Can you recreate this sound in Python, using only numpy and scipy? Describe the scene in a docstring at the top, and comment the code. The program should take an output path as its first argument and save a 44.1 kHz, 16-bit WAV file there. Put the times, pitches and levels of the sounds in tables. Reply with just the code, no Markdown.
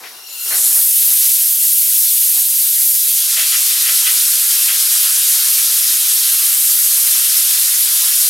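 """Compressed air first leaks, sings through a turning valve and opens into a bright, steady hiss.
At the trigger the jet of a hopper gun turns fuller: texture mud patters on the ceiling, and spits at first.
Hose and hopper knock now and then in the bare, plastic-lined room, a few metres from a microphone pair.
Beneath lie a faint room tone and very faint short swells of deep bass noise. Jet, mud and knocks are
coloured noise; the valve's song is a row of wavering tones on multiples of one pitch."""
import sys
import numpy as np
from scipy import signal
from scipy.fft import rfft, irfft, next_fast_len
from scipy.io import wavfile
from scipy.ndimage import uniform_filter1d, minimum_filter1d

SR = 44100
rng = np.random.default_rng(int(sys.argv[2]) if len(sys.argv) > 2 else 0)


def transcribe(signal):
    """Save signal, clipped to [-1, 1], as a 16-bit WAV file at the path in sys.argv[1]."""
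    frames = np.atleast_2d(signal).T
    limited = np.clip(frames, -1, 1)
    pcm = np.round(limited * 32767).astype(np.int16)
    wavfile.write(sys.argv[1], SR, pcm)


N = 365588

# air valve: a leak, then a steady turn to wide open
LEAK_DB, TURN_S, WIDE_OPEN_S, OPEN_CURVE = -34, 0.25, 0.59, 0.98
# shading of the jet: body in dB an octave below the pivot, edge in dB half an octave above it
JET_PIVOT_HZ = 10000
THROTTLED_BODY_DB, THROTTLED_EDGE_DB = 15.5, 15  # a throttled jet is fuller on both sides
DRY_EDGE_DB, WET_EDGE_DB = 3, -0.8  # mud dulls the edge
RUSH_EDGE_DB, RUSH_ENDS_S = -13, 0.8  # the first rush of air has a duller edge
LOW_FLICKER_DB_PER_OCTAVE = 0.6  # slightly more level flutter in lower bands

# the throttled valve sings in the air tube, louder as it turns, and dies once it is nearly open
SING_DB, SING_RISE_DB, SING_PEAK_S, SING_FADE_DB_PER_S = -47, 12.5, 0.52, 60
SING_DRIFT, SING_FLUTTER_DB = 0.0041, 3  # spread of the pitch as a share, spread of each tone's level
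TUBE_HZ, TUBE_WIDTH_HZ, TUBE_ONSET_S = 1392, 190, .06

# trigger: mud starts and takes a moment to flow fully
TRIGGER_S, FILL_S, FILL_CURVE = 3.153, 0.18, 0.28
MUD_DB, MUD_SURGE_DB = -25.5, 1.2
SPIT_ATTACK_S, SPIT_RAGGED_DB = .022, 1.2
THROAT_HZ, THROAT_WIDTH_HZ, THROAT_DB = 654, 78, 13.5  # mud throat, a pipe ringing on multiples

BUMP_LOW_HZ, BUMP_RAGGED_DB = 393, 1.5
SWELL_TOP_HZ = 90
ROOM_T60_S, ROOM_DB = 0.19, -7.5

# room tone holds, then sinks to a floor under the hiss
TONE_DB, TONE_HOLD_S, TONE_WAVER_DB = -66, .9, 4
TONE_SINK_DB_PER_S, TONE_LOW_DB = 14, -90

# microphone pair: side share and separate echoes of knocks and valve song, spread of the leak, band limits
BUMP_LEAN, BUMP_WIDE_DB, LEAK_WIDE_DB = 0.22, -8.5, -10
MIC_LOW_HZ, TOP_HZ, LIMIT = 133, 15850, .99


def undb(db):
    """Gain of a dB value."""
    return 10 ** (np.asarray(db) / 20)


def unit(x):
    """Scaled to rms 1."""
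    return x / np.sqrt(np.mean(x ** 2))


def curve(rows):
    """Columns of a time table, one value a sample."""
    s, *columns = np.transpose(rows)
    return [np.interp(np.arange(N) / SR, s, c) for c in columns]


def ramp(start, end):
    """From 0 at start to 1 at end, held outside; it falls over time when end is the earlier."""
    return np.clip((np.arange(N) / SR - start) / (end - start), 0, 1)


def at_hz(table, hz):
    """A spectrum table read on a log-frequency axis."""
    f, v = np.transpose(table)
    return np.interp(np.log(np.maximum(hz, 1)), np.log(f), v)


def colour(x, gain):
    """Filter by a gain given as a function of frequency."""
    size = next_fast_len(len(x))
    hz = np.fft.rfftfreq(size, 1 / SR)
    return irfft(rfft(x, size) * gain(hz), size)[:len(x)]


def walk(rate):
    """Random levels held 1 / rate s and slewed twice; spread 1."""
    k = int(SR / rate)
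    steps = np.repeat(rng.standard_normal(N // k + 1), k)
    w = uniform_filter1d(uniform_filter1d(steps, k), k)[:N]
    return w / w.std()


def turbulence(table, swell_db, flicker_db, rate, body_db=0, edge_db=0):
    """Noise in half-octave bands: all follow one unsteady flow, each also flickers alone."""
    size = next_fast_len(N)
    hz = np.fft.rfftfreq(size, 1 / SR)
    noise = unit(colour(rng.standard_normal(N), lambda f: undb(at_hz(table, f))))
    spectrum = rfft(noise, size)
    out, swell = np.zeros(N), swell_db * walk(rate)
    for centre in 16000 / 2 ** (np.arange(15) / 2):
        # overlapping triangles; the lowest band also takes what lies beneath it
        share = np.maximum(1 - 2 * np.abs(np.log2(np.maximum(hz, 125) / centre)), 0)
        band = irfft(spectrum * share, size)[:N]
        octaves = np.log2(centre / JET_PIVOT_HZ)
        shade_db = body_db * np.clip(-octaves, 0, 1.2) + edge_db * max(2 * octaves, 0)
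        flutter_db = flicker_db + LOW_FLICKER_DB_PER_OCTAVE * max(-octaves, 0)
        out += undb(swell + flutter_db * walk(2 * rate) + shade_db) * band
    return out


def burst(out, s, db, length, gain, attack):
    """Coloured noise that rises, falls to half at its length and ends by 0.25 s; returns the sum with out."""
    t = np.arange(SR // 4) / SR
    shape = np.minimum(t / attack, 1) / (1 + (t / length) ** 4)
    sound = undb(db) * shape * unit(colour(rng.standard_normal(len(t)), gain))
    return out + np.pad(sound, (int(s * SR), N))[:N]


def air_jet():
    """Compressed air shears out of the nozzle; the valve lets it swell from a leak, the mud dulls its edge."""
    # open jet as the gun sweeps: [t/s, level/dB before shading, extra body/dB an octave below the pivot]
    sweep = [(.67, -9, -2), (.88, -14, 1), (1.1, -12.5, 2), (1.25, -12, 3), (1.57, -14.5, 1.5),
             (1.75, -13, 1), (2.3, -12.5, 1.5), (2.45, -14.5, 2.5), (2.93, -13.5, 1.5), (3.37, -14, 5),
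             (3.7, -13, 4.5), (5.3, -12.5, 3.5), (6.25, -13, 3.5), (6.7, -11.5, 0.5), (7.36, -12.5, 3.5),
             (8.29, -12.5, 3.5)]
    # spectrum of the open jet's noise: [f/Hz, relative level/dB per Hz]
    jet_spectrum = [(90, -57), (150, -50), (330, -47), (600, -43), (900, -38.5), (1330, -33), (1480, -29),
                    (2200, -23), (3100, -17), (4800, -12.5), (7000, -8.5), (9000, -4), (11600, 1),
                    (13600, -3.5), (15700, -12)]
    level_db, body_db = curve(sweep)
    shut = 1 - ramp(TURN_S, WIDE_OPEN_S) ** OPEN_CURVE
    edge_db = DRY_EDGE_DB + (WET_EDGE_DB - DRY_EDGE_DB) * mud_flow()
    edge_db += THROTTLED_EDGE_DB * np.sqrt(shut)
    edge_db += RUSH_EDGE_DB * ramp(RUSH_ENDS_S, WIDE_OPEN_S)  # full until wide open, then falls away
    body_db = body_db + THROTTLED_BODY_DB * shut
    return undb(level_db + LEAK_DB * shut) * turbulence(jet_spectrum, 0.37, 0.7, 30, body_db, edge_db)


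def mud_flow():
    """Share of the full mud flow: it jumps in at the trigger, then fills."""
    return ramp(TRIGGER_S, TRIGGER_S + FILL_S) ** FILL_CURVE


def throat(hz):
    """Pipe resonances of the emptied mud throat, weaker from each multiple to the next, up to the fifth."""
    gain = 1
    for k in range(5):
        off = 2 * (hz - (k + 1) * THROAT_HZ) / THROAT_WIDTH_HZ
        gain = gain + (undb(THROAT_DB) - 1) * 0.47 ** k / (1 + off ** 2)
    return gain


def mud_spray():
    """Droplets break up and patter densely on the ceiling; whole slugs burst out as ragged spits."""
    # spectrum of the patter: [f/Hz, relative level/dB per Hz]
    patter_spectrum = [(200, -43.5), (400, -31), (750, -22.5), (1300, -6.5), (2200, -6), (3500, -2),
                       (5500, 1.5), (8000, -5.5), (12000, -18)]
    # slugs bursting from the nozzle: [t/s, level/dB before envelope, length/s, top of the colour f/Hz]
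    slugs = [(3.356, -22, 0.073, 3800), (3.512, -25, 0.056, 2800), (3.85, -23, 0.057, 3200),
             (4.05, -20.5, 0.051, 3200), (4.404, -32, 0.034, 1500), (4.668, -23, .06, 3000)]
    # spectrum of a slug ahead of its throat and top: [f/Hz, relative level/dB per Hz]
    slug_spectrum = [(350, -46), (620, -15.5), (900, -9.5), (1350, 3), (2100, 9), (3300, 14), (4400, 1),
                     (6500, -19)]
    spits = np.zeros(N)
    for s, db, length, top in slugs:
        def gain(f):
            return throat(f) * undb(at_hz(slug_spectrum, f)) / np.sqrt(1 + (f / top) ** 4)
        spits = burst(spits, s, db, length, gain, SPIT_ATTACK_S)
    surge = undb(MUD_DB + MUD_SURGE_DB * walk(3.0))
    spray = mud_flow() * surge * turbulence(patter_spectrum, 1.0, 0.2, 24)
    return spray + undb(SPIT_RAGGED_DB * walk(110)) * spits


def valve():
    """Throttled air excites the tube's multiples, each at its own time; they wander together and flutter."""
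    # tones of the air tube: [multiple of its lowest tone, relative level/dB, start t/s, fade start t/s]
    tube_tones = [(1, -13, .1, .49), (2, -2.5, .12, 0.35), (3, -0.5, 0.18, 0.5), (4, -2, .02, 0.52),
                  (5, 0, .25, 0.61), (6, -6, .15, 0.46), (7, -4, .05, .46), (8, -1, .02, 0.39),
                  (9, 4, 0.18, .45), (10, 1.5, .23, .45), (11, -1, .29, .5)]
    out, t = np.zeros(N), np.arange(N) / SR
    phase = 2 * np.pi * np.cumsum(TUBE_HZ * (1 + SING_DRIFT * walk(12))) / SR

    def slow():
        """Low-passed noise that gives a tone its width."""
        return unit(colour(rng.standard_normal(N), lambda hz: 1 / np.sqrt(1 + (2 * hz / TUBE_WIDTH_HZ) ** 4)))

    for k, db, start, end in tube_tones:
        tone = slow() * np.cos(round(k) * phase) + slow() * np.sin(round(k) * phase)
        fade_db = SING_FADE_DB_PER_S * np.maximum(t - end, 0)
        level = undb(db + SING_FLUTTER_DB * walk(30.5) - fade_db)
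        out += level * tone * ramp(start, start + TUBE_ONSET_S)
    return undb(SING_DB + SING_RISE_DB * ramp(TURN_S, SING_PEAK_S)) * out


def hopper(hz):
    """The plastic funnel's rings lift each knock."""
    # rings: [f/Hz, width/Hz, lift alone/dB over the knock's band]
    rings = [(382, 43, 4.5), (610, 55, -0.5), (2100, 970, 7.5)]
    return 1 + sum((undb(db) - 1) / (1 + (2 * (hz - f) / width) ** 2) for f, width, db in rings)


def bumps():
    """Dull plastic knocks: a band from near the hopper's lowest ring to each blow's top, lifted by the rings."""
    # hose and hopper bumps and scuffs: [t/s, level/dB before envelope, length/s, top of the colour f/Hz]
    blows = [(0, -41, 0.066, 1190), (0.029, -35, 0.062, 4200), (0.1, -46, 0.15, 1240),
             (0.27, -51.5, 0.22, 1240), (0.449, -41, 0.091, 1300), (0.501, -28, 0.072, 2520),
             (0.57, -40.5, 0.3, 1710), (0.751, -37.5, 0.057, 2030), (1.06, -46, 0.087, 1410),
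             (2.331, -46, 0.025, 1000), (2.356, -41.5, 0.039, 1340), (2.529, -54, 0.037, 800),
             (3.033, -60, 0.026, 700), (3.133, -53, 0.028, 1500)]
    out = np.zeros(N)
    for s, db, length, top in blows:
        def gain(f):
            low_cut = f ** 2 / (f ** 2 + BUMP_LOW_HZ ** 2)
            return hopper(f) * low_cut / np.sqrt(1 + (f / top) ** 6)
        out = burst(out, s, db, length, gain, attack=0.0094)
    return undb(BUMP_RAGGED_DB * walk(90)) * out


def echoes(x, size=8192):
    """Dense reflections off bare walls; their pattern changes as the gun moves."""
    t = np.arange(SR // 2) / SR
    out = np.zeros(N + len(t) + 2 * size)
    fade = np.sin(np.pi * np.arange(2 * size) / (2 * size))  # overlapping blocks, each with its own tail
    padded = np.pad(x, (size, 2 * size))
    for start in range(0, N + size, size):
        decay = np.exp(-np.log(1000) * t / ROOM_T60_S)
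        tail = rng.standard_normal(len(t)) * decay * (t > .004)
        block = padded[start:start + 2 * size] * fade
        part = signal.fftconvolve(block, tail / np.linalg.norm(tail))
        out[start:start + len(part)] += part[:len(out) - start]
    return out[size:size + N]


def room_tone():
    """Low room rumble, steady at first, then sinking to a floor, wavering faintly."""
    # spectrum of the rumble ahead of a gentle top cut: [f/Hz, relative level/dB per Hz]
    rumble_spectrum = [(25, -12), (45, -8), (65, 4), (90, 2.5), (160, -2), (300, -21), (600, 0)]
    noise = rng.standard_normal(N)
    rumble = unit(colour(noise, lambda f: undb(at_hz(rumble_spectrum, f)) / (1 + (f / 900) ** 2)))
    sink_db = TONE_SINK_DB_PER_S * np.maximum(np.arange(N) / SR - TONE_HOLD_S, 0)
    level_db = np.maximum(TONE_DB - sink_db, TONE_LOW_DB)
    return undb(level_db + TONE_WAVER_DB * walk(6.5)) * rumble


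def bass_swells():
    """Very faint short swells of deep bass noise."""
    # swells: [t/s, level/dB before envelope, length/s]
    faint_swells = [(2.58, -80, .13), (3.14, -82, .05), (3.69, -78, .07), (4.28, -78, .16), (4.6, -82, .04),
                    (5.26, -80, .07), (5.82, -80, .07), (6.73, -78, .11), (7.12, -82, .05)]
    out = np.zeros(N)
    for s, db, length in faint_swells:
        out = burst(out, s, db, length, lambda f: f / (f + 20) / (1 + (f / SWELL_TOP_HZ) ** 4), attack=.02)
    return out


def scene():
    """Direct sound and shared echoes in the middle; the pair leans by frequency and hears other echoes apart."""
    # lean of the shared sound: [f/Hz, left minus right/dB]
    lean = [(380, 0), (700, -2), (1290, 2), (2380, 3.5), (4400, 2.5), (8120, -1), (15000, 0.5)]
    # unshared room sound of the gun: [f/Hz, gain/dB]
    wide = [(100, -40), (400, -52), (900, -18.5), (2000, -12), (3800, -7.5), (5500, -25.5), (9000, -33.5),
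            (15000, -33)]
    gun, knocks = air_jet() + mud_spray(), bumps() + valve()
    near, wet = gun + knocks, undb(ROOM_DB)
    mid = (near + wet * echoes(near)) / np.sqrt(1 + wet ** 2)
    side = colour(mid, lambda f: np.tanh(np.log(undb(at_hz(lean, f))) / 2))
    apart = echoes(gun)
    side += colour(apart, lambda f: undb(at_hz(wide, f)))
    # the opening leak spreads wide, narrowing as the hiss steadies
    side += undb(LEAK_WIDE_DB) * ramp(WIDE_OPEN_S, SING_PEAK_S) * apart
    # knocks and valve song lean left and spread wide
    side += BUMP_LEAN * knocks + undb(BUMP_WIDE_DB) * echoes(knocks)
    thin = signal.butter(6, MIC_LOW_HZ, "high", fs=SR, output="sos")
    pair = np.array([mid + side, mid - side])
    return signal.sosfilt(thin, pair) + room_tone() + bass_swells()


def record(dry):
    """A look-ahead limiter eases the gain down around the highest peaks; the top is cut steeply before and after."""
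    cut = signal.ellip(10, .1, 60, TOP_HZ, fs=SR, output="sos")
    x = signal.sosfilt(cut, dry)
    allowed = np.minimum(LIMIT / (np.abs(x).max(axis=0) + 1e-9), 1)
    held = minimum_filter1d(allowed, size=401)
    gain = uniform_filter1d(uniform_filter1d(held, size=200), size=200)
    return signal.sosfiltfilt(cut, gain * x)


dry = scene()
out = record(dry)
transcribe(out)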